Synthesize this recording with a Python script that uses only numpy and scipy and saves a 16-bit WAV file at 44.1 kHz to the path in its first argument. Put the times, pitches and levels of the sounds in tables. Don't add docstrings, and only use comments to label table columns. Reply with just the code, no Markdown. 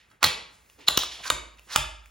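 import sys
import numpy as np
from scipy import signal
from scipy.fft import rfft, irfft, next_fast_len
from scipy.io import wavfile

SR = 44100
rng = np.random.default_rng(int(sys.argv[2]) if len(sys.argv) > 2 else 0)


def pcm_store(signal):
    levels = np.round(np.clip(np.atleast_2d(signal), -1, 1) * 32767)
    wavfile.write(sys.argv[1], SR, levels.astype(np.int16).T)


def field_ratio(decibels):
    return 10 ** (np.asarray(decibels, dtype=float) / 20)


N = 92610
SIZE = next_fast_len(N + SR)
HZ = np.arange(SIZE // 2 + 1) * SR / SIZE


def curve(table, hz=HZ):
    rows = np.array(table, float)
    return np.interp(np.log(hz + 1), np.log(rows[:, 0] + 1), rows[:, 1])


def shaped(x, gain):
    return irfft(rfft(x, SIZE) * gain, SIZE)[..., :N]


def add(track, s, sound):
    i = int(s * SR)
    a, b = max(i, 0), min(i + len(sound), N)
    track[a:b] += sound[a - i:b - i]


def ring(modes, length_s, chance, late_s=0.):
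    t = np.arange(int(length_s * SR)) / SR
    scatter_db, detune = 8, 0.0092
    out = np.zeros(len(t))
    for (hz, db, t60), (louder, higher) in zip(modes, chance):
        tone = np.sin(2 * np.pi * hz * (1 + detune * higher) * (t - late_s))
        out += field_ratio(db + scatter_db * louder) * field_ratio(-60 * t / t60) * tone
    return out


def hush():
    # f/Hz, level/dB
    colour = [(30, -10.5), (60, 5.5), (200, -8.5), (800, -13), (2200, -14.5), (4500, -36), (9000, -26.5),
              (16000, -29)]
    # t/s, level/dB
    swell = [(0, -5), (.14, 3), (.19, -6), (.5, 0), (2.1, -3)]
    air = shaped(rng.standard_normal((2, N)), field_ratio(curve(colour)))
    level_db = -60 + np.interp(np.arange(N) / SR, *np.array(swell).T)
    return air / air.std() * field_ratio(level_db)


def scuffs():
    # start/s, loudest/s, end/s, level/dB, resonance f/Hz
    slides = [(-.02, 0.001, 0.1, -58, 2130), (0.109, 0.115, 0.13, -54.5, 1190),
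              (0.073, 0.11, 0.15, -69, 10500), (.207, 0.232, 0.24, -35.5, 1140),
              (0.453, 0.723, 0.95, -62.5, 14400), (1.452, 1.64, 1.92, -64, 14500),
              (1.98, 2.073, 2.24, -66, 14700), (0.699, 0.726, 0.71, -54, 3770),
              (0.774, 0.794, 0.816, -48, 344), (0.777, 0.811, 0.89, -52, 2400),
              (0.798, 0.843, 0.85, -56, 2580), (1.202, 1.25, 1.43, -46.5, 9500),
              (0.958, 0.978, .98, -23, 3100), (0.988, 1.024, 1.07, -33.5, 3600),
              (1.057, 1.123, 1.297, -41, 3300), (1.148, 1.206, 1.214, -46, 700),
              (1.226, 1.241, 1.272, -36, 2000), (1.24, 1.258, 1.33, -33.5, 1250),
              (1.243, 1.28, 1.285, -33, 5200), (1.581, 1.585, 1.608, -53.5, 2598),
              (1.653, 1.685, 1.68, -48.5, 200), (1.673, 1.711, 1.87, -39, 1370),
              (1.688, 1.733, 1.794, -35, 4900), (1.748, 1.761, 1.766, -22, 1194),
              (2.05, 2.045, 2.04, -53.5, 2500), (.232, .238, 0.27, -23, 1250),
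              (.254, 0.264, 0.27, -25, 4260), (.42, 0.543, 0.73, -63, 8550), (1.17, 1.231, 1.22, -48, 162),
              (.33, 0.353, .42, -44.5, 161), (0.867, 0.88, 0.89, -29.5, 3900),
              (1.6, 1.674, 1.76, -62.5, 7500)]
    edge_db, air_db, grit_db, width = -24, -6, 1.8, 0.59
    out, length = np.zeros(N), SR // 2
    for start, top, end, db, hz in slides:
        grit = rng.standard_normal(length) * field_ratio(grit_db * rng.exponential(size=length))
        t = start + np.arange(length) / SR
        peak = signal.lfilter(*signal.iirpeak(hz, 1 / width, fs=SR), grit)
        air = np.diff(grit, prepend=0) * 0.61 + grit
        air_share = field_ratio(air_db) * min(hz / 4500, 1) ** 2
        scrape = peak / peak.std() + air_share * air / air.std()
        turns = [start, max(top, start + .001), max(end, top + .002)]
        edge = np.interp(t, turns, [edge_db, 0, edge_db])
        add(out, start, field_ratio(db + edge) * (t < end) * scrape)
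    return out


def taps():
    # t/s, crack level/dB, plate ring f/Hz, ring level/dB, sole knock level/dB
    contacts = [(.2262, -40, 1173, -53, -21), (0.2297, -2, 2670, -13, -6.5),
                (0.2325, -20.5, 4300, -18, -10), (0.2412, -1.5, 2190, -8, -10),
                (0.2425, -9.5, 5770, -16, -12), (0.2443, -6.5, 4280, -5, -8.5),
                (0.2508, -17.5, 4070, -15, -19), (0.2635, -9.5, 6560, -24, -27),
                (.8760, -30, 3846, -26, -28), (0.8827, -11, 4000, -2, -30),
                (0.8859, -5.5, 2920, -13, -20.5), (0.8885, -32, 2040, -18.5, -19),
                (0.9743, -3.5, 15100, -12, -25), (.9756, -11.5, 3930, -15, -18),
                (0.9781, -20, 2930, -14, -18.5), (0.9913, -18.5, 4820, -20.5, -34),
                (1.0098, -28.5, 3600, -25, -54), (1.0346, -18, 4040, -23, -22),
                (1.3014, -6.5, 3024, -12, -25.5), (1.3023, -14, 3830, -13.5, -30.5),
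                (1.3042, -15.5, 3820, -14, -11.5), (1.7601, -2.5, 3290, -11, -7),
                (1.7612, -11.5, 7060, -14, -24), (1.7624, -9, 3010, -24, -10.5)]
    # t/s, level/dB, f/Hz
    ticks = [
        (0.1027, -51, 4450),
        (0.661, -47, 2580),
        (.699, -38.5, 2820),
        (0.7965, -43.5, 3180),
        (0.81, -51, 3300),
        (1.574, -45, 2726),
        (1.5944, -31.5, 2700),
        (2.04, -47, 3000),
        (2.0588, -34.5, 2520),
    ]
    # f/Hz, level/dB, time to fall 60 dB/s
    plate = [(2400, -15.5, 0.016), (3480, -8.5, 0.023), (4640, -38, .01), (5900, -45, 0.0028),
             (7480, -19, 0.03), (10500, -28, .006), (15600, -26, 0.0053)]
    # f/Hz, level/dB, time to fall 60 dB/s
    sole = [(1029, -19, 0.04), (1226, 0.5, 0.024), (1392, 4.5, 0.012), (2170, -12, 0.012)]
    ring_t60_s, crack_t60_s, spike_t60_s = 0.0047, 0.0038, 0.00058
    out, rings, t = np.zeros(N), np.zeros(N), np.arange(SR // 20) / SR
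    small = [(s, db - 5, hz, db - 8.5, db - 17) for s, db, hz in ticks]
    for s, crack_db, hz, ring_db, sole_db in [*contacts, *small]:
        chance = rng.standard_normal((2, 8, 2))
        grit = rng.standard_normal(len(t))
        spike = field_ratio(3 - 60 * t / spike_t60_s) * np.cos(2 * np.pi * hz * t)
        crack = field_ratio(1 - 60 * t / crack_t60_s) * grit + spike
        crack = crack + field_ratio(-8.5) * ring(plate, .05, .5 * chance[0])
        fade = (1 - np.exp(-t / 0.0001)) * field_ratio(-60 * (t / ring_t60_s) ** 2)
        tone = np.sin(2 * np.pi * hz * t) * fade
        knock = ring(sole, .05, .5 * chance[1])
        add(out, s, field_ratio(crack_db) * crack)
        add(rings, s, field_ratio(ring_db) * tone + field_ratio(sole_db - 7) * knock)
    cracks = signal.lfilter(*signal.butter(2, 500, "high", fs=SR), out)
    return cracks, rings


def weight():
    # t/s, heel thud level/dB, floor thump level/dB, thump time to fall 60 dB/s, floor hum level/dB
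    landings = [
        (.243, -18, -20, 0.12, -43),
        (0.792, -68, -49, 0.092, -74),
        (.888, -29, -51, .1, -40),
        (0.9758, -12.5, -42, 0.045, -61),
        (1.302, -28, -38, 0.12, -35),
        (1.761, -27, -36.5, 0.34, -29.5),
    ]
    # f/Hz, level/dB, time to fall 60 dB/s
    heel = [(200, -11, 0.015), (351, -3.3, 0.013), (460, 0, 0.0081), (700, -0.5, 0.005)]
    # f/Hz, level/dB, time to fall 60 dB/s
    floor = [(65.3, 0.5, 0.47), (91, 5.5, 1), (140, 2.5, 0.51), (208, -8.5, 0.5), (302, -12, 1.5)]
    # f/Hz, level/dB, time to fall 60 dB/s
    slab = [(43, -11, .5), (54.95, 0.5, 0.95), (69.8, -3.5, .6), (135, 4, 0.22)]
    boom_late_s, hum_late_s, hum_rise_s, thump_rise_s = 0.0041, 0.032, .012, 0.007
    thud, boom, t = np.zeros(N), np.zeros(N), np.arange(SR) / SR
    for s, thud_db, thump_db, t60, hum_db in landings:
        chance = rng.standard_normal((2, 8, 2))
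        add(thud, s, field_ratio(thud_db) * ring(heel, .1, chance[0]))
        thump = field_ratio(thump_db - 60 * t / t60) * ring(floor, 1, .4 * chance[1], 0.0047)
        thump = thump * (1 - np.exp(-t / thump_rise_s)) ** 2
        hum = field_ratio(hum_db) * ring(slab, 1, 0 * chance[1], hum_late_s)
        hum = hum * (1 - np.exp(-t / hum_rise_s)) ** 2
        add(boom, s + boom_late_s, thump + hum)
    return thud, boom


def knocks():
    # t/s, level/dB, f/Hz
    blows = [
        (.243, -15, 300),
        (.785, -36.5, 327),
        (.888, -21, 300),
        (1.304, -20.5, 315),
        (1.763, -21.5, 475),
    ]
    out, t = np.zeros(N), np.arange(SR // 10) / SR
    t60_s = 0.026
    for s, db, hz in blows:
        burst = signal.lfilter(*signal.iirpeak(hz, 1.2, fs=SR), rng.standard_normal(len(t)))
        add(out, s, field_ratio(db - 60 * t / t60_s) * burst / burst.std())
    return out


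def room():
    # f/Hz, time to fall 60 dB/s
    tail_t60 = [(60, 0.68), (300, 0.57), (1000, 0.55), (2500, 0.5), (5000, 0.45), (8000, 0.4),
                (11000, 0.28), (16000, 0.19)]
    # f/Hz, level/dB
    tail_tone = [(60, -1), (300, -1), (1000, -0.53), (3000, -2), (6000, -4), (16000, -5)]
    # delay/s, level/dB
    echoes = [
        (.0035, -7.5),
        (0.014, -18.5),
        (0.022, -18.5),
        (.033, -32),
    ]
    rise_from_s, rise_s, near_db, smear_s = 0.0027, 0.012, -4, 0.00065
    t, out = np.arange(SR) / SR, 0
    noise = rfft(rng.standard_normal((2, SR)))
    octave = np.log2(np.arange(SR // 2 + 1) + 1.)
    for k in np.arange(5, 14.6, .5):
        band = irfft(noise * np.clip(1 - 2 * abs(octave - k), 0, 1), SR)
        out = out + band * field_ratio(-60 * t / curve(tail_t60, 2 ** k) + curve(tail_tone, 2 ** k))
    rise = np.clip((t - rise_from_s) / rise_s, 0, 1) + field_ratio(near_db)
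    out = out * rise * field_ratio(-4) / 40
    for s, db in echoes:
        i = int(s * SR)
        puff = rng.standard_normal((2, 200)) * np.exp(-t[:200] / smear_s)
        out[:, i:i + 200] += field_ratio(db) * puff / np.sqrt((puff ** 2).sum(axis=1, keepdims=True))
    return out


def scene():
    # f/Hz, share (0 to 1)
    unlike = [(100, 0.16), (300, 0.67), (700, 1), (1500, 0.74), (2200, 0.76), (3000, 0.15), (16000, 0.037)]
    # f/Hz, level/dB
    near_lean = [(200, -1), (700, -2.5), (1700, -8), (2400, -1.5)]
    boom_lean_db = -0.5
    air, slides, walls = hush(), scuffs(), room()
    cracks, rings = taps()
    thud, boom = weight()
    sent = cracks + slides + field_ratio(-8) * rings + field_ratio(-15.5) * thud + knocks()
    far = shaped(sent, rfft(walls, SIZE)) + air
    apart = np.clip(curve(unlike), 0, 1)
    same = shaped(far[0], np.sqrt(1 - apart ** 2 / 2))
    other = shaped(far[1], apart / np.sqrt(2))
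    halves = np.array([[.5], [-.5]])
    near = shaped(cracks + slides + rings + thud, field_ratio(halves * curve(near_lean)))
    return near + boom * field_ratio(halves * boom_lean_db) + same + other * np.array([[1], [-1]])


def low_pass(x):
    return signal.sosfilt(signal.butter(12, 17150, fs=SR, output="sos"), x)


def record(dry):
    # f/Hz, level/dB
    mic = [(30, -5), (100, -6.5), (1000, -3.5), (4000, 1.5), (7500, -0.5), (9000, -1), (13000, -10.5),
           (15500, -6.5)]
    # f/Hz, level/dB
    lean = [(60, -3), (400, -2.5), (1500, 0.5), (2500, 0.2)]
    # f/Hz, phase/rad
    turn = [(0, 0), (2200, .5), (5100, .2), (5800, 1.1), (7200, 1.3), (8600, np.pi), (14900, 4 * np.pi),
            (15800, 4.25 * np.pi)]
    top_hz, low_hz, ceiling = 15950, 42, .95
    half = field_ratio(curve(lean) / 2) * np.exp(.5j * np.interp(HZ, *np.array(turn).T))
    wet = shaped(dry, field_ratio(curve(mic)) * np.array([half, 1 / half]))
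    wet = ceiling * np.tanh(wet / ceiling)
    wet = signal.sosfilt(signal.butter(4, low_hz, "high", fs=SR, output="sos"), wet)
    wet = shaped(wet, 1 / (1 + (HZ / top_hz) ** 120) + field_ratio(-27))
    return low_pass(wet)


dry = scene()
out = record(dry)
pcm_store(out)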